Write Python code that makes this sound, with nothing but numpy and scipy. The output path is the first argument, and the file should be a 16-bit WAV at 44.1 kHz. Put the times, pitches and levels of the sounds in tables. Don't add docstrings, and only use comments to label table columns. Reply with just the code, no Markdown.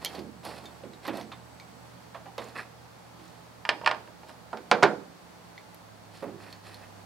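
import sys
import numpy as np
from scipy import signal
from scipy.fft import rfft, irfft, next_fast_len
from scipy.io import wavfile
from scipy.ndimage import map_coordinates

SR = 44100
rng = np.random.default_rng(int(sys.argv[2]) if len(sys.argv) > 2 else 0)


def master_out(mix):
    frames = np.transpose(np.atleast_2d(mix))
    ceiling = np.clip(frames, -1, 1)
    pcm = np.round(ceiling * 32767).astype(np.int16)
    wavfile.write(sys.argv[1], SR, pcm)


N = 310974

# (frequency [Hz], level [dB])
AIR_SPECTRUM = [(15, -72), (25, -49), (37, -35), (59, -30), (116, -11), (144, -12.5), (169, -5.5),
                (198, -10), (260, -8.5), (378, -14.5), (445, -11.5), (804, -10.5), (2920, -25),
                (4380, -25.5), (15500, -38)]
# (centre [Hz], width [Hz], level [dB])
AIR_RESONANCES = [(73, 17, -22), (174, 37, -16), (855, 31, -11.5), (4460, 140, -23)]
# (frequency [Hz], correlation [0..1])
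AIR_COHERENCE = [(60, 1), (130, 0.44), (290, 0), (640, 0.14), (3000, 0.12), (15000, 0.13)]
# (time [s], pitch [Hz], level [dB])
MOTOR_GLIDE = [(0, 120.2, -63), (2.4, 119.3, -58.5), (4.2, 116.5, -63.5), (5.3, 114, -70),
               (6.1, 104.8, -61), (7.05, 100.3, -58)]

# (start [s], rise [s], length [s], groan [dB], rasp [dB], scrape [dB])
RUB_STROKES = [(0.005, 0.021, 0.14, -45.5, -52.5, -52.5), (0.122, 0.03, 0.089, -49.5, -65, -61),
               (0.428, 0.025, 0.16, -43, -50, -48.5), (0.614, 0.024, 0.2, -51, -65, -62),
               (1.018, 0.039, 0.058, -49, -49, -52), (1.12, 0.035, 0.095, -42.5, -53.5, -52),
               (2.382, 0.022, 0.12, -47.5, -53, -54.5), (2.545, 0.016, 0.065, -46, -41, -51),
               (3.15, 0.099, 0.32, -71, -70, -63), (4.264, 0.03, 0.028, -54, -67, -54.5),
               (6.101, 0.062, 0.1, -57, -61, -56.5), (6.221, 0.0065, 0.018, -43, -48.5, -74),
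               (6.37, 0.065, 0.19, -54.5, -53.5, -57), (6.624, 0.045, 0.14, -54.5, -54.5, -56),
               (6.78, 0.047, 0.062, -55.5, -57, -64)]
# (frequency [Hz], level [dB])
GROAN_SPECTRUM = [(30, -50), (90, -24), (200, 0), (450, 1), (570, 1), (720, 4.5), (1050, -2), (1400, -8.5),
                  (3500, -32)]
# (frequency [Hz], level [dB])
RASP_SPECTRUM = [(700, -20), (1100, 1), (1500, -1), (1870, 5), (2080, 0), (2300, -5.5), (2600, 3),
                 (2900, -18.5), (5000, -23), (7000, -48)]
# (frequency [Hz], level [dB])
SCRAPE_SPECTRUM = [(1500, -8), (3000, 1), (3900, 2), (4400, 6.5), (4800, 0), (5200, 2), (6300, -14),
                   (8000, -8), (10300, -7.5), (12500, -17), (15000, -38)]
# (frequency [Hz], level [dB])
GRIT_SPECTRUM = [(4000, -25), (7000, 19), (10500, -17), (12500, -4), (15000, -3)]

# (frequency [Hz], T60 [s])
PANEL_DECAY = [(100, 0.64), (300, 0.5), (700, 0.25), (1800, 0.18), (4800, 0.11), (7500, 0.073),
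               (12000, 0.023)]
# (time [s], level [dB], brightness [dB], ring [Hz])
KEY_TICKS = [(0.048, -12, -2, 3020), (0.059, -15, -12, 3210), (0.151, -29, -13, 4470),
             (0.192, -32, -7, 4750), (0.451, -32.5, 2, 10600), (0.656, -28, -9, 3600),
             (0.934, -34, -19, 3900), (1.068, -28, -13, 11600), (1.077, -35, 3, 12000),
             (1.172, -29, -7, 8550), (1.212, -27.5, -16, 5670), (1.322, -29, -34, 3640),
             (1.599, -29, -18, 2330), (2.381, -23, -12, 3700), (5.578, -29.5, -41, 2070),
             (5.746, -40, 1.5, 13100), (6.527, -29.5, -12, 4450), (6.744, -33, -5, 4460)]
# (frequency [Hz], level [dB], T60 [s])
KEY_MODES = [(2280, -7, 0.15), (3190, -13, 0.13), (3610, -6, 0.1), (4280, -3.5, 0.074), (4560, -12, .055),
             (6121, -1.5, 0.11), (6770, -2, 0.088), (10900, -6, 0.055), (12100, -7, 0.044),
             (13330, -14, .04)]
# (frequency [Hz], gain [dB])
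TICK_EQ = [(40, -61), (300, -12), (1000, -4.5), (1500, -16.5), (2000, 1.5), (2600, -8), (3300, -0.5),
           (4800, 0), (6600, -6.5), (7500, -4.5), (10000, -6.5), (11900, 5), (13000, -8), (15500, -14)]

# (time [s], level [dB], thump [dB], hardness [dB], ring [Hz], lift [dB])
HOUSING_BUMPS = [(0.149, -33, 10, 11, 463, 7), (0.181, -30, 11.5, 4, 433, 3), (0.244, -43, 15, -10, 232, 7),
                 (0.458, -24.5, -4, -16, 670, 8), (0.835, -34.5, 13, 2, 504, 7.5),
                 (1.052, -18.5, -17, -2, 970, 5), (1.080, -12.5, -4.5, -1.5, 320, 7),
                 (1.134, -25, 2.5, -2, 696, 14), (1.178, -27.5, 6.5, 0, 1030, 12),
                 (1.318, -23, -27, 0, 764, 10), (2.146, -19, -22.5, -7, 660, 11),
                 (2.258, -27.5, -12, -5, 793, 17.5), (2.38, -14.5, -14, -5.5, 495, 11),
                 (3.192, -43.5, 9.5, 11, 344, 6.5), (6.226, -25.5, 9.5, -5, 573, 6),
                 (6.279, -29.5, 5, -6, 382, 13)]
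# (frequency [Hz], level [dB], T60 [s])
HOUSING_MODES = [(196, -4.5, 0.39), (236.2, -5.5, 0.27), (338, -6.5, 0.51), (463, -5.5, 0.84),
                 (552.3, 15, 0.084), (681, -0.5, 0.31), (849.4, 11, 0.076), (1049, 5.5, 0.19),
                 (1560, -24, 0.16), (2020, -2, 0.14), (2700, -12, .08)]
# (frequency [Hz], gain [dB])
BUMP_EQ = [(35, -31), (110, 0.5), (200, 9), (400, 7.5), (800, 4), (1600, -0.5), (3000, -4), (5000, -6),
           (6500, -9), (11500, -5), (15000, -16)]

# (time [s], level [dB], thump [dB], hardness [dB])
CLATTER_HITS = [(3.6518, -12, -33, -4), (3.6908, -2.5, -12, 5), (3.814, -18.5, -8, -15),
                (3.836, -16, -6.5, -33), (3.846, -32, 9, 10), (3.8612, 1.5, -30, -4.5),
                (3.8745, -1, -22, -1), (3.892, -18, -12, 1), (3.9125, -6.5, -14, -3),
                (3.946, -18, -15, -10), (4.075, -30.5, 1, -7), (4.233, -31, 2, -7), (4.293, -23, -14, -16)]
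# (frequency [Hz], level [dB], T60 [s])
KEY_SET_MODES = [(627, -6, 0.22), (937, -4.5, 0.12), (1030, -4, 0.059), (1235, -8.5, 0.16),
                 (1425, -1, 0.074), (1704, -23, 0.073), (1815, -1.5, 0.087), (2405, 7, 0.033),
                 (2850, 12, 0.023), (3000, -3, 0.033), (3170, 4, 0.027), (4430, -1, 0.048),
                 (4960, 10, 0.02), (5270, 16, 0.011), (8550, 11, 0.018)]
# (frequency [Hz], gain [dB])
CLATTER_EQ = [(35, -23), (110, 0), (180, 1.5), (400, 7), (600, 6.5), (950, 7.5), (1300, -3.5), (1700, 1),
              (2100, -3), (3000, -4), (3900, -5.5), (5200, -3), (6400, -10.5), (8400, -6.5), (10500, -19),
              (15000, -32)]

# (time [s], level [dB], thump [dB], hardness [dB])
TAILGATE_KNOCKS = [(4.5304, -10.5, -6, -17), (4.572, -28, 8, 4), (4.7137, 5, -6, -1.5),
                   (4.826, 3, -16.5, -12.5), (4.830, 5, -5, -1), (4.837, 2, -0.5, -6.5)]
# (frequency [Hz], level [dB], T60 [s])
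TAILGATE_MODES = [(179.7, -3, 0.2), (219.8, 2.5, 0.22), (337, 1, 0.29), (402.6, 4, 0.15), (482, -2.5, 0.37),
                  (532, -5, 0.29), (606, 0, 0.2), (743, 7.5, 0.081), (802, 3.5, 0.073), (860, 4, 0.085),
                  (1058, 1.5, 0.078), (1264, 2, 0.075), (1430, 7, 0.071), (1535, -4, 0.14),
                  (2190, -2, 0.12), (2354, -1.5, 0.13), (2750, -15, .11), (3530, -11, 0.069),
                  (4160, -7, 0.087), (4570, -1, 0.098), (5200, 0, 0.084)]
# (frequency [Hz], gain [dB])
KNOCK_EQ = [(35, -30), (80, -29), (125, -5), (210, 3.5), (270, 1), (400, 4), (750, 7.5), (1150, 2.5),
            (1500, 6.5), (2000, 0.5), (3000, -5), (5200, -0.5), (6300, -3), (9000, -3.5), (15000, -24)]

# (frequency [Hz], T60 [s])
SHED_DECAY = [(100, 0.45), (500, 0.54), (2000, 0.39), (6000, 0.54), (14000, 0.59)]
# (frequency [Hz], left minus right [dB])
WORK_BALANCE = [(110, -12), (380, -8), (700, -6.5), (1300, -4.5), (2400, -3.5), (8000, -2)]
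# (frequency [Hz], left minus right [dB])
BACKGROUND_BALANCE = [(60, -15), (110, -8.5), (200, -3.5), (400, -3), (2400, -1.5), (15000, 0)]


def amp(db):
    return 10 ** (np.asarray(db) / 20)


def unit_rms(x):
    return x / np.sqrt(np.mean(x ** 2) + 1e-20)


def curve(points, hz):
    knots_hz, values = np.transpose(points)
    return np.interp(np.log(hz + 1), np.log(knots_hz + 1), values)


def wobble(rate_hz):
    knots = rng.standard_normal(int(N * rate_hz / SR) + 4)
    return map_coordinates(knots, [np.arange(N) * rate_hz / SR])


def filtered(x, gain):
    size = next_fast_len(N + SR // 2)
    return irfft(rfft(x, size) * gain(np.fft.rfftfreq(size, 1 / SR)), size)[..., :N]


def coloured(x, gain_db, size=32768):
    cepstrum = irfft(np.log(amp(gain_db(np.fft.rfftfreq(size, 1 / SR)))))
    cepstrum[1:size // 2] *= 2
    cepstrum[size // 2 + 1:] = 0
    return irfft(rfft(x, size) * np.exp(rfft(cepstrum)))[:len(x)]


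def panned(x, balance):
    return filtered(x, lambda hz: amp(np.outer([.5, -.5], curve(balance, hz))))


def add(track, time_s, sound):
    part = track[max(round(time_s * SR), 0):][:len(sound)]
    part += sound[:len(part)]


def outdoor_air():
    def mid_side_gain(hz):
        angle_rad = np.arccos(np.clip(curve(AIR_COHERENCE, hz), -1, 1)) / 2
        peak_power = sum(amp(db) ** 2 / (1 + (2 * (hz - centre_hz) / width_hz) ** 4)
                         for centre_hz, width_hz, db in AIR_RESONANCES)
        power = amp(curve(AIR_SPECTRUM, hz)) ** 2 + peak_power
        return np.sqrt(power) * [np.cos(angle_rad), np.sin(angle_rad)]
    mid, side = filtered(rng.standard_normal((2, N)), mid_side_gain)
    breeze = amp(.5 * wobble(3))
    return amp(-51.5) * breeze * unit_rms(np.array([mid + side, mid - side]))


def wavering_tone(hz, db):
    phase_rad = 2 * np.pi * np.cumsum(hz + .7 * wobble(9)) / SR
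    return amp(db + 1.5 * wobble(6)) * unit_rms(np.sin(phase_rad))


def far_motor(undertone_fade_db_per_s=1.4, hum_rise_db_per_s=0.4):
    t = np.arange(N) / SR
    times_s, pitches_hz, levels_db = np.transpose(MOTOR_GLIDE)
    pitch_hz = np.interp(t, times_s, pitches_hz)
    undertone = wavering_tone(hz=0.64 * pitch_hz, db=-65.5 - undertone_fade_db_per_s * t)
    main = wavering_tone(hz=pitch_hz, db=np.interp(t, times_s, levels_db))
    hum = wavering_tone(hz=172.6, db=-66 + hum_rise_db_per_s * t)
    return main + undertone + hum


def stroke_force(start_s, rise_s, length_s, sag_db_per_s=53, release_db_per_s=240):
    t = np.maximum(np.arange(N) / SR - start_s, 0)
    sag_db = sag_db_per_s * np.maximum(t - rise_s, 0)
    release_db = release_db_per_s * np.maximum(t - length_s, 0)
    return np.minimum(t / rise_s, 1) * amp(-sag_db - release_db)


def friction(spectrum, slips_per_s, spread_db):
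    slipping = rng.random(N) < slips_per_s / SR
    slips = slipping * rng.standard_normal(N) * amp(spread_db * wobble(120))
    return unit_rms(filtered(slips, lambda hz: amp(curve(spectrum, hz))))


def rubbing():
    forces = sum(np.outer(amp(levels_db), stroke_force(start_s, rise_s, length_s))
                 for start_s, rise_s, length_s, *levels_db in RUB_STROKES)
    groan = friction(GROAN_SPECTRUM, slips_per_s=12000, spread_db=0)
    rasp = friction(RASP_SPECTRUM, slips_per_s=3300, spread_db=3.5)
    scrape = friction(SCRAPE_SPECTRUM, slips_per_s=5600, spread_db=1.5)
    grit = amp(-16) * friction(GRIT_SPECTRUM, slips_per_s=250, spread_db=12.5)
    return np.sum(forces * [groan, rasp, scrape + grit], axis=0)


def noise_tail(decay):
    hz, t, spectra = signal.stft(rng.standard_normal(SR // 2), SR, nperseg=256)
    swell = 1 - np.exp(-np.outer(hz, t + t[1] / 2) / 3)
    fade = amp(-60 * t / curve(decay, hz)[:, None])
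    tail = signal.istft(spectra * swell * fade, SR, nperseg=256)[1][:SR // 2]
    return tail / np.linalg.norm(tail)


def contact(modes, chatter_t60_s, chatter_db, ring_db, panel_db):
    t = np.arange(SR // 2) / SR
    fade = lambda t60_s: np.exp(-np.log(1000) * t / t60_s)
    push = 1.73 * (t == 0)
    chatter = rng.standard_normal(len(t)) * fade(chatter_t60_s)
    ring = np.zeros(len(t))
    for hz, db, t60_s in modes:
        blur_rad = np.cumsum(rng.standard_normal(len(t))) * .0011 * np.sqrt(hz)
        swell = 1 - np.exp(-t * hz / 1.7)
        gain = amp(db + 1.8 * rng.standard_normal())
        ring += gain * swell * fade(t60_s) * np.sin(2 * np.pi * hz * t + blur_rad)
    return (push + amp(chatter_db) * chatter / np.linalg.norm(chatter)
            + amp(ring_db) * ring / np.linalg.norm(ring) + amp(panel_db) * noise_tail(PANEL_DECAY))


def bell_db(hz, centre_hz, height_db, width_hz):
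    return height_db / (1 + (2 * (hz - centre_hz) / width_hz) ** 2)


def key_ticks():
    out = np.zeros(N)
    for time_s, db, bright_db, ring_hz in KEY_TICKS:
        modes = np.vstack([KEY_MODES, (ring_hz, -5, .07)])
        tick = contact(modes, chatter_t60_s=0.011, chatter_db=10.5, ring_db=4.5, panel_db=2.5)
        shelf = [(5000, 0), (10000, bright_db)]
        gain_db = lambda hz: (curve(TICK_EQ, hz) + curve(shelf, hz)
                              + bell_db(hz, ring_hz, height_db=8.5, width_hz=540))
        add(out, time_s, amp(db) * coloured(tick, gain_db))
    return out


def touch_db(hz, thump_db, hard_db, snap_db=-19.5):
    return curve([(300, thump_db), (1100, 0), (3300, hard_db), (9000, hard_db + snap_db)], hz)


def housing_bumps():
    out = np.zeros(N)
    for time_s, db, thump_db, hard_db, ring_hz, lift_db in HOUSING_BUMPS:
        blow = contact(HOUSING_MODES, chatter_t60_s=0.034, chatter_db=7, ring_db=1.5, panel_db=12.5)
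        gain_db = lambda hz: (curve(BUMP_EQ, hz) + touch_db(hz, thump_db, hard_db)
                              + bell_db(hz, ring_hz, lift_db, width_hz=112))
        add(out, time_s, amp(db) * coloured(blow, gain_db))
    return out


def whine(centre_hz=7950, width_hz=300, on_s=0.18, off_s=2.04, fade_s=0.25):
    t = np.arange(N) / SR
    band = filtered(rng.standard_normal(N), lambda hz: 1 / (1 + (2 * (hz - centre_hz) / width_hz) ** 4))
    envelope = np.clip(np.minimum(t - on_s, off_s - t) / fade_s, 0, 1)
    return amp(-75) * envelope * unit_rms(band)


def key_set_clatter():
    out = np.zeros(N)
    for time_s, db, thump_db, hard_db in CLATTER_HITS:
        blow = contact(KEY_SET_MODES, chatter_t60_s=0.012, chatter_db=12, ring_db=9, panel_db=6)
        gain_db = lambda hz: (curve(CLATTER_EQ, hz) + touch_db(hz, thump_db, hard_db)
                              + bell_db(hz, centre_hz=1000, height_db=-2, width_hz=92)
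                              + bell_db(hz, centre_hz=1620, height_db=2.5, width_hz=220))
        add(out, time_s, amp(db) * coloured(blow, gain_db))
    return out


def tailgate_knocks():
    out = np.zeros(N)
    for time_s, db, thump_db, hard_db in TAILGATE_KNOCKS:
        blow = contact(TAILGATE_MODES, chatter_t60_s=0.019, chatter_db=11, ring_db=2.5, panel_db=6.5)
        gain_db = lambda hz: (curve(KNOCK_EQ, hz) + touch_db(hz, thump_db, hard_db)
                              + bell_db(hz, centre_hz=380, height_db=3, width_hz=40)
                              + bell_db(hz, centre_hz=1480, height_db=-1, width_hz=78))
        add(out, time_s, amp(db) * coloured(blow, gain_db))
    return out


def shed_reverb(x, delay_s=0.009):
    tails = np.array([noise_tail(SHED_DECAY), noise_tail(SHED_DECAY)])
    delayed = np.pad(x, (round(delay_s * SR), 0))
    return signal.fftconvolve(delayed[None], tails, axes=1)[:, :N]


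def scene():
    work = key_set_clatter() + tailgate_knocks() + housing_bumps() + key_ticks() + rubbing()
    reverb = amp(-16.5) * shed_reverb(work)
    background = outdoor_air() + far_motor() + whine()
    return panned(work + reverb, WORK_BALANCE) + panned(background, BACKGROUND_BALANCE)


def record(dry, ceiling_db=-1, cutoff_hz=15850):
    rounded = dry / (1 + (dry / amp(ceiling_db)) ** 4) ** (1 / 4)
    return filtered(rounded, lambda hz: hz < cutoff_hz)


dry = scene()
out = record(dry)
master_out(out)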